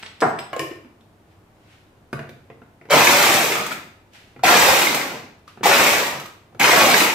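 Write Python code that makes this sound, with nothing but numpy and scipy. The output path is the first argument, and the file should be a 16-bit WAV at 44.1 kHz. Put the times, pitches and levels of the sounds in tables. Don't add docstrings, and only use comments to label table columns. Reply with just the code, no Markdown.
import sys
import numpy as np
from scipy import signal
from scipy.fft import rfft, irfft, next_fast_len
from scipy.io import wavfile
from scipy.ndimage import uniform_filter1d, map_coordinates

SR = 44100
rng = np.random.default_rng(int(sys.argv[2]) if len(sys.argv) > 2 else 0)


def to_wav(sig):
    pcm = np.clip(np.atleast_2d(sig), -1, 1) * 32767
    pcm = np.round(pcm).astype(np.int16)
    wavfile.write(sys.argv[1], SR, pcm.T)


N = 314874


def amp(db):
    return 10 ** (np.asarray(db) / 20)


def unit(x):
    return x / np.sqrt(np.mean(x ** 2) + 1e-20)


def along(points, hz):
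    f, value = np.transpose(points)
    return np.interp(np.log(hz + 1), np.log(f + 1), value)


def filtered(x, response):
    m = next_fast_len(x.shape[-1] + 8192)
    spectrum = rfft(x, m) * response(np.fft.rfftfreq(m, 1 / SR))
    return irfft(spectrum, m)[..., :x.shape[-1]]


def noise(spectrum, shape=N):
    return unit(filtered(rng.standard_normal(shape), lambda hz: amp(along(spectrum, hz))))


def grains(s, hz, gain, cycles):
    k = np.arange(600)
    turns = hz[:, None] * k / SR
    envelope = np.exp(-turns / cycles) * (1 - np.exp(-turns / 0.25))
    waves = gain[:, None] * np.sin(2 * np.pi * turns) * envelope
    places = np.round(s * SR).astype(int)[:, None] + k
    return np.bincount(places.ravel(), waves.ravel(), N + 600)[:N]


def ring(modes, t):
    luck_db = rng.normal(0, 2, len(modes))
    return sum(amp(db + luck - 60 * t / t60) * np.sin(2 * np.pi * hz * t)
               for (hz, db, t60), luck in zip(modes, luck_db))


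# [on t/s, spin-up time constant/s, held/s, coasting/s, level/dB]
SWITCH_PULSES = [(2.895, 0.0086, 0.47, 0.51, -19.5), (4.43, 0.0088, .3, 0.59, -19),
                 (5.628, 0.0091, 0.28, 0.38, -21), (6.592, 0.0081, 0.42, 0.24, -19.5)]


def blade():
    t, on = np.arange(N) / SR, np.transpose(SWITCH_PULSES)[0]
    current = np.maximum(np.searchsorted(on, t) - 1, 0)
    start, spin_up, held, coast, db = np.array(SWITCH_PULSES)[current].T
    since = np.maximum(t - start, 0)
    speed = (1 - np.exp(-since / spin_up)) * np.clip(1 - (since - held) / coast, 0, 1)
    return speed, db, since


def surge():
    surge_db, surges_per_s = 0.44, 25
    knots = rng.standard_normal(int(N / SR * 60))
    return amp(surge_db * map_coordinates(knots, [np.arange(N) * surges_per_s / SR]))


def ticks():
    tick_hz, spread_db = 1700, 3.5
    s = rng.random(1100) * N / SR
    pitch, size = rng.standard_normal((2, 1100))
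    gain = np.sign(size) * amp(spread_db * np.abs(size))
    return unit(grains(s, tick_hz * np.exp(0.55 * pitch), gain, cycles=0.41))


# [f/Hz, relative level/dB per Hz]
WALL_COLOUR = [(35, -57.5), (60, -27.5), (97, -24), (140, -13), (280, -17.5), (346, -4), (490, -5),
               (529, -1.5), (763, -3), (874, -0.5), (1620, -6), (2330, -2.5), (3180, -13.5), (6000, -10),
               (7800, -19.5), (13200, -120)]


def raps():
    first_s = 2.88
    chance = rng.random((11000, 4))
    s = first_s + chance[:, 0] * (N / SR - first_s)
    hz = 120 * 40 ** chance[:, 1]
    size_db = -3.2 * np.log(1.003 - chance[:, 2])
    gain = amp(along(WALL_COLOUR, hz) + size_db) * hz * np.sign(chance[:, 3] - 0.5)
    return unit(grains(s, hz, gain, cycles=1.23)) + amp(0.5) * noise(WALL_COLOUR) + amp(-1) * ticks()


# [f/Hz, relative level/dB per Hz]
SPLINTER_COLOUR = [(1180, -51), (2000, -7), (2340, -4.5), (3170, -12), (3650, -7.5), (4340, -14),
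                   (8260, -12), (9490, -18.5), (13200, -13), (15200, -21.5), (16000, -4.5)]


def hiss():
    flutter_db = 3.5 * unit(uniform_filter1d(rng.standard_normal(N), size=60))
    spikes = rng.standard_normal(N) * amp(flutter_db)
    return unit(filtered(spikes, lambda hz: amp(along(SPLINTER_COLOUR, hz))))


# [t/s, crack level/dB, f/Hz, splinter spray level/dB]
HARD_CRACKS = [(2.9083, -12.5, 850, -18), (2.9746, -1.5, 1240, -17), (3.0709, 4.5, 2440, -20),
               (3.2243, -6.5, 1980, -13), (3.5213, -4, 2290, -20.5), (3.5559, -7.5, 1310, -32),
               (3.6641, -17, 1244, -20.5), (3.709, -14, 1870, -27.5), (3.717, -14.5, 1370, -30),
               (3.725, -14, 2320, -29), (4.436, -2.5, 790, -12.5), (4.4906, -3.5, 1860, -28),
               (4.6323, -5.5, 1070, -27.5), (4.6875, -3, 920, -16), (4.8694, -5, 2120, -22),
               (4.9464, -7.5, 820, -13), (5.0145, -9, 2050, -31), (5.195, -30, 1930, -49),
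               (5.6328, -12, 1060, -15.5), (5.6565, -1.5, 830, -8), (5.8664, -0.5, 2300, -11),
               (6.0663, -15, 1210, -18), (6.1976, -22, 1230, -25.5), (6.2571, -26, 1180, -33),
               (6.5961, -13.5, 766, -12.5), (6.6294, -10, 648, -29), (6.7324, 0, 674, -26),
               (6.9426, 3, 1900, -26), (7.0991, -4, 2460, -33)]


def cracks():
    overtone, overtone_db, spray_t60_s = 2.5, -5, 0.049
    s, db, hz, spray_db = np.transpose(HARD_CRACKS)
    tones = grains(s, hz, amp(db), cycles=2.08)
    tones = tones + grains(s, overtone * hz, amp(db + overtone_db), cycles=1.8)
    onsets = np.bincount(np.round(s * SR).astype(int), amp(spray_db), N)
    spray = signal.lfilter([1], [1, -amp(-60 / spray_t60_s / SR)], onsets)
    return tones, spray


# [f/Hz, relative level/dB per Hz]
RUMBLE_COLOUR = [(70, -31.5), (140, 2.5), (250, 0.5), (350, -0.5), (600, -16), (1500, -69.5)]


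def ice():
    raps_law, hiss_law, rumble_law = 1.5, 2.67, 0.85
    hiss_db, rumble_db = 4, -16.5
    wear_db_per_s = 13
    speed, level_db, since = blade()
    tones, spray = cracks()
    battering = amp(level_db - wear_db_per_s * since) * speed ** raps_law * surge()
    sanding = np.hypot(amp(level_db + hiss_db) * speed ** hiss_law * surge(), spray)
    shaking = amp(level_db + rumble_db) * speed ** rumble_law * surge()
    return shaking * noise(RUMBLE_COLOUR) + battering * raps() + sanding * hiss() + tones


# [f/Hz, relative level/dB per Hz]
RATTLE_COLOUR = [(100, -25.5), (250, -5), (600, 4.5), (2700, -3), (3500, -15.5), (8000, -42)]
# [f/Hz, relative level/dB per Hz]
SNAP_COLOUR = [(1500, -29), (3500, 1.5), (7000, -6), (9500, -10.5), (13000, -10.5), (16000, -14)]


def knocks(blows, modes):
    rattle_db, rattle_t60_s, snap_t60_s = -13, 0.038, 0.01
    s, db, hz = np.transpose(blows)[:3]
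    out = np.pad(grains(s, hz, amp(db), cycles=2.63), (0, SR))
    t = np.arange(SR // 3) / SR
    for s, db, _, ring_db, snap_db in blows:
        rattle_decay = amp(rattle_db - 60 * t / rattle_t60_s)
        rattle = (amp(db) + amp(ring_db)) * rattle_decay * noise(RATTLE_COLOUR, len(t))
        snap = amp(snap_db - 60 * t / snap_t60_s) * noise(SNAP_COLOUR, len(t))
        body = amp(ring_db) * ring(modes, t) * (1 - np.exp(-t / 0.00045))
        out[round(s * SR):][:len(t)] += body + rattle + snap
    return out[:N]


# [t/s, click level/dB, click f/Hz, ring level/dB, snap level/dB]
HEAD_KNOCKS = [(1.0093, -49, 3500, -72, -56), (2.1296, -17, 1480, -22.5, -30),
               (2.1923, -22.5, 1580, -32.5, -44), (2.2927, -34.5, 2320, -38, -40.5),
               (2.501, -35, 2030, -37.5, -66), (2.618, -39.5, 1350, -42.5, -67.5),
               (2.8135, -38, 2060, -43, -62), (2.8544, -43, 2020, -41, -58),
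               (2.888, -37.5, 890, -38.5, -58), (4.135, -46, 1710, -59, -44),
               (4.363, -36.5, 1944, -38.5, -64), (4.3934, -35, 1360, -45, -54.5),
               (5.4784, -34.5, 1214, -58, -43), (5.5742, -39, 1276, -40, -61), (5.609, -46, 1300, -33, -67),
               (6.527, -58, 496, -46, -70), (6.548, -42, 1366, -40.5, -54)]
# [f/Hz, relative level/dB, t60/s]
BOWL_MODES = [(139, -2.5, 0.17), (240, 3.5, 0.033), (353, -3, 0.06), (434, 0, 0.027), (677, -3, 0.044)]


def head_knocks():
    return knocks(HEAD_KNOCKS, BOWL_MODES)


# [t/s, click level/dB, click f/Hz, ring level/dB, snap level/dB]
LID_PRESSES = [(0.531, -16, 600, -28.5, -37), (0.564, -18, 517, -49, -32), (0.594, -20.5, 430, -22.5, -20),
               (0.615, -23.5, 355, -31, -42), (0.711, -26.5, 344, -51, -51), (0.847, -35.5, 258, -72, -64)]
# [f/Hz, relative level/dB, t60/s]
LID_MODES = [(143, -3, 0.057), (349, -12, 0.13), (937, -12, 0.043), (1067, -2.5, 0.19), (1820, -4.5, 0.053),
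             (2330, 2.5, 0.02), (2920, -3, 0.026)]


def lid_presses():
    return knocks(LID_PRESSES, LID_MODES)


# [t/s, ring level/dB, tick level/dB, tick f/Hz]
STEEL_CLINKS = [(0.0281, -52, -10.5, 3050), (0.0326, -52, -8, 2080), (0.0584, -67, -20, 3240),
                (0.063, -65, -8.5, 3160), (0.2054, -32.5, -9, 4140), (0.2118, -54, -2.5, 5130),
                (0.2241, -51, -6.5, 2230), (0.388, -36.5, -8, 2100), (0.391, -52, -4.5, 2620)]
# [f/Hz, relative level/dB, t60/s]
STEEL_MODES = [(5080, -5, 0.13), (7990, -2, 0.09), (8050, -12.5, .06), (9700, -16, 0.069), (11500, -17, .1),
               (12100, -14, .1)]


def clinks():
    out, t = np.zeros(N), np.arange(SR // 3) / SR
    for s, db, _, _ in STEEL_CLINKS:
        out[round(s * SR):][:len(t)] += amp(db) * ring(STEEL_MODES, t)
    s, _, tick_db, hz = np.transpose(STEEL_CLINKS)
    return out + grains(s, hz, amp(tick_db), cycles=0.37)


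# [t/s, level/dB, t60/s]
SET_DOWN = (.218, -9.5, 0.14)
# [f/Hz, relative level/dB per Hz]
TABLE_COLOUR = [(59, -34), (100, -5), (230, -4), (483, -9.5), (803, 0.5), (868, -8), (937, -5), (1560, -9),
                (1660, -10), (4000, -53), (5200, -66), (8800, -120)]


def thud():
    s, db, t60 = SET_DOWN
    t = np.maximum(np.arange(N) / SR - s, 0)
    return amp(db - 60 * t / t60) * (1 - np.exp(-t / 0.0023)) * noise(TABLE_COLOUR)


# [f/Hz, likeness 0-1]
LIKENESS = [(60, 0.96), (200, 0.96), (400, 0.83), (800, 0.49), (1500, 0.05), (15000, 0.21)]


def diffuse(pair):
    def mid_and_side(hz):
        turn = np.arccos(np.clip(along(LIKENESS, hz), -1, 1)) / 2
        return np.array([np.cos(turn), np.sin(turn)])
    mid, side = filtered(pair, mid_and_side)
    return np.array([mid + side, mid - side])


def echoes(x, decays, step, length):
    out = np.zeros((2, N + step + length + 300))
    for start in range(0, N, step):
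        hz, t, z = signal.stft(rng.standard_normal((2, length)), SR, nperseg=256)
        decay = amp(-60 * t / along(decays, hz)[:, None])
        tail = signal.istft(z * decay, SR, nperseg=256)[1]
        tail = tail / np.linalg.norm(tail[0])
        wet = signal.fftconvolve(x[None, start:start + step], tail, axes=1)
        out[:, start + 40:][:, :wet.shape[1]] += wet
    return diffuse(out[:, :N])


# [f/Hz, t60/s]
NEARBY_DECAY = [(200, 0.044), (2000, 0.026), (12000, 0.036)]


def table_scatter(whirl, hands):
    return echoes(amp(-2.5) * whirl + amp(-5) * hands, NEARBY_DECAY, SR // 30, SR // 20)


# [f/Hz, t60/s]
ROOM_DECAY = [(150, 0.63), (500, 0.51), (1500, 0.55), (4000, 0.54), (10000, 0.41)]


def room_walls(whirl, hands):
    return echoes(amp(-0.5) * whirl + amp(1.0) * hands, ROOM_DECAY, SR // 8, 3 * SR // 4)


# [loudest t/s, peak level/dB, swell/dB per s, fade/dB per s]
SOFT_SWELLS = [(.005, -46, 100, 104), (1.32, -64, 300, 148), (1.729, -55, 96, 76), (4.15, -47, 600, 70),
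               (5.48, -50, 1999, 107)]
# [f/Hz, relative level/dB per Hz]
SOFT_COLOUR = [(470, -38.5), (800, -7), (1070, -20), (1160, -15), (1460, -5), (2760, -4.5), (15000, -30.5)]
# [f/Hz, relative level/dB per Hz]
AIR_COLOUR = [(12, -36.5), (20, -15.5), (32, -24.5), (101, -11), (142, -17), (182, -15.5), (270, -19.5),
              (301, -16), (459, -22), (660, -22), (897, -25), (976, -25.5), (1150, -27.5), (5080, -44),
              (16000, -50)]


def swell_and_fade(s, db, swell, fade):
    t = np.arange(N) / SR
    return amp(db - np.maximum(swell * (s - t), fade * (t - s)))


def background():
    air_db, hum_db, hum_hz = -54.5, -60, 100
    t = np.arange(N) / SR
    sway = unit(uniform_filter1d(rng.standard_normal(N), size=3000))
    hum = amp(hum_db + 1.3 * sway) * np.sin(2 * np.pi * hum_hz * t)
    opening_ring = swell_and_fade(*SOFT_SWELLS[0])
    brushing = sum(swell_and_fade(*row) for row in SOFT_SWELLS[1:])
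    soft = (opening_ring + brushing) * noise(SOFT_COLOUR, (2, N))
    air = amp(air_db) * noise(AIR_COLOUR, (2, N))
    return diffuse(air + soft) + hum


def scene():
    whirl = ice()
    hands = head_knocks() + lid_presses() + clinks() + thud()
    near = amp(-3.0) * whirl + hands
    direct = np.array([np.roll(near, 2), near])
    table = direct + table_scatter(whirl, hands) + room_walls(whirl, hands)
    return filtered(table, lambda hz: (1j * hz / (95 + 1j * hz)) ** 3) + background()


# [f/Hz, left minus right level/dB]
PORT_COLOUR = [(60, 2.5), (180, -1), (550, -0.5), (1650, 1.0), (4970, 0), (15000, -2)]


def record(dry):
    top_hz = 15800
    left_right = np.array([[1], [-1]])
    ports = filtered(dry, lambda hz: amp(along(PORT_COLOUR, hz) / 2 * left_right))
    rounded = ports / (1 + np.abs(ports / 1.05) ** 8) ** (1 / 8)
    return filtered(rounded, lambda hz: np.clip((top_hz - hz) / 300, 0, 1) ** 2)


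dry = scene()
out = record(dry)
to_wav(out)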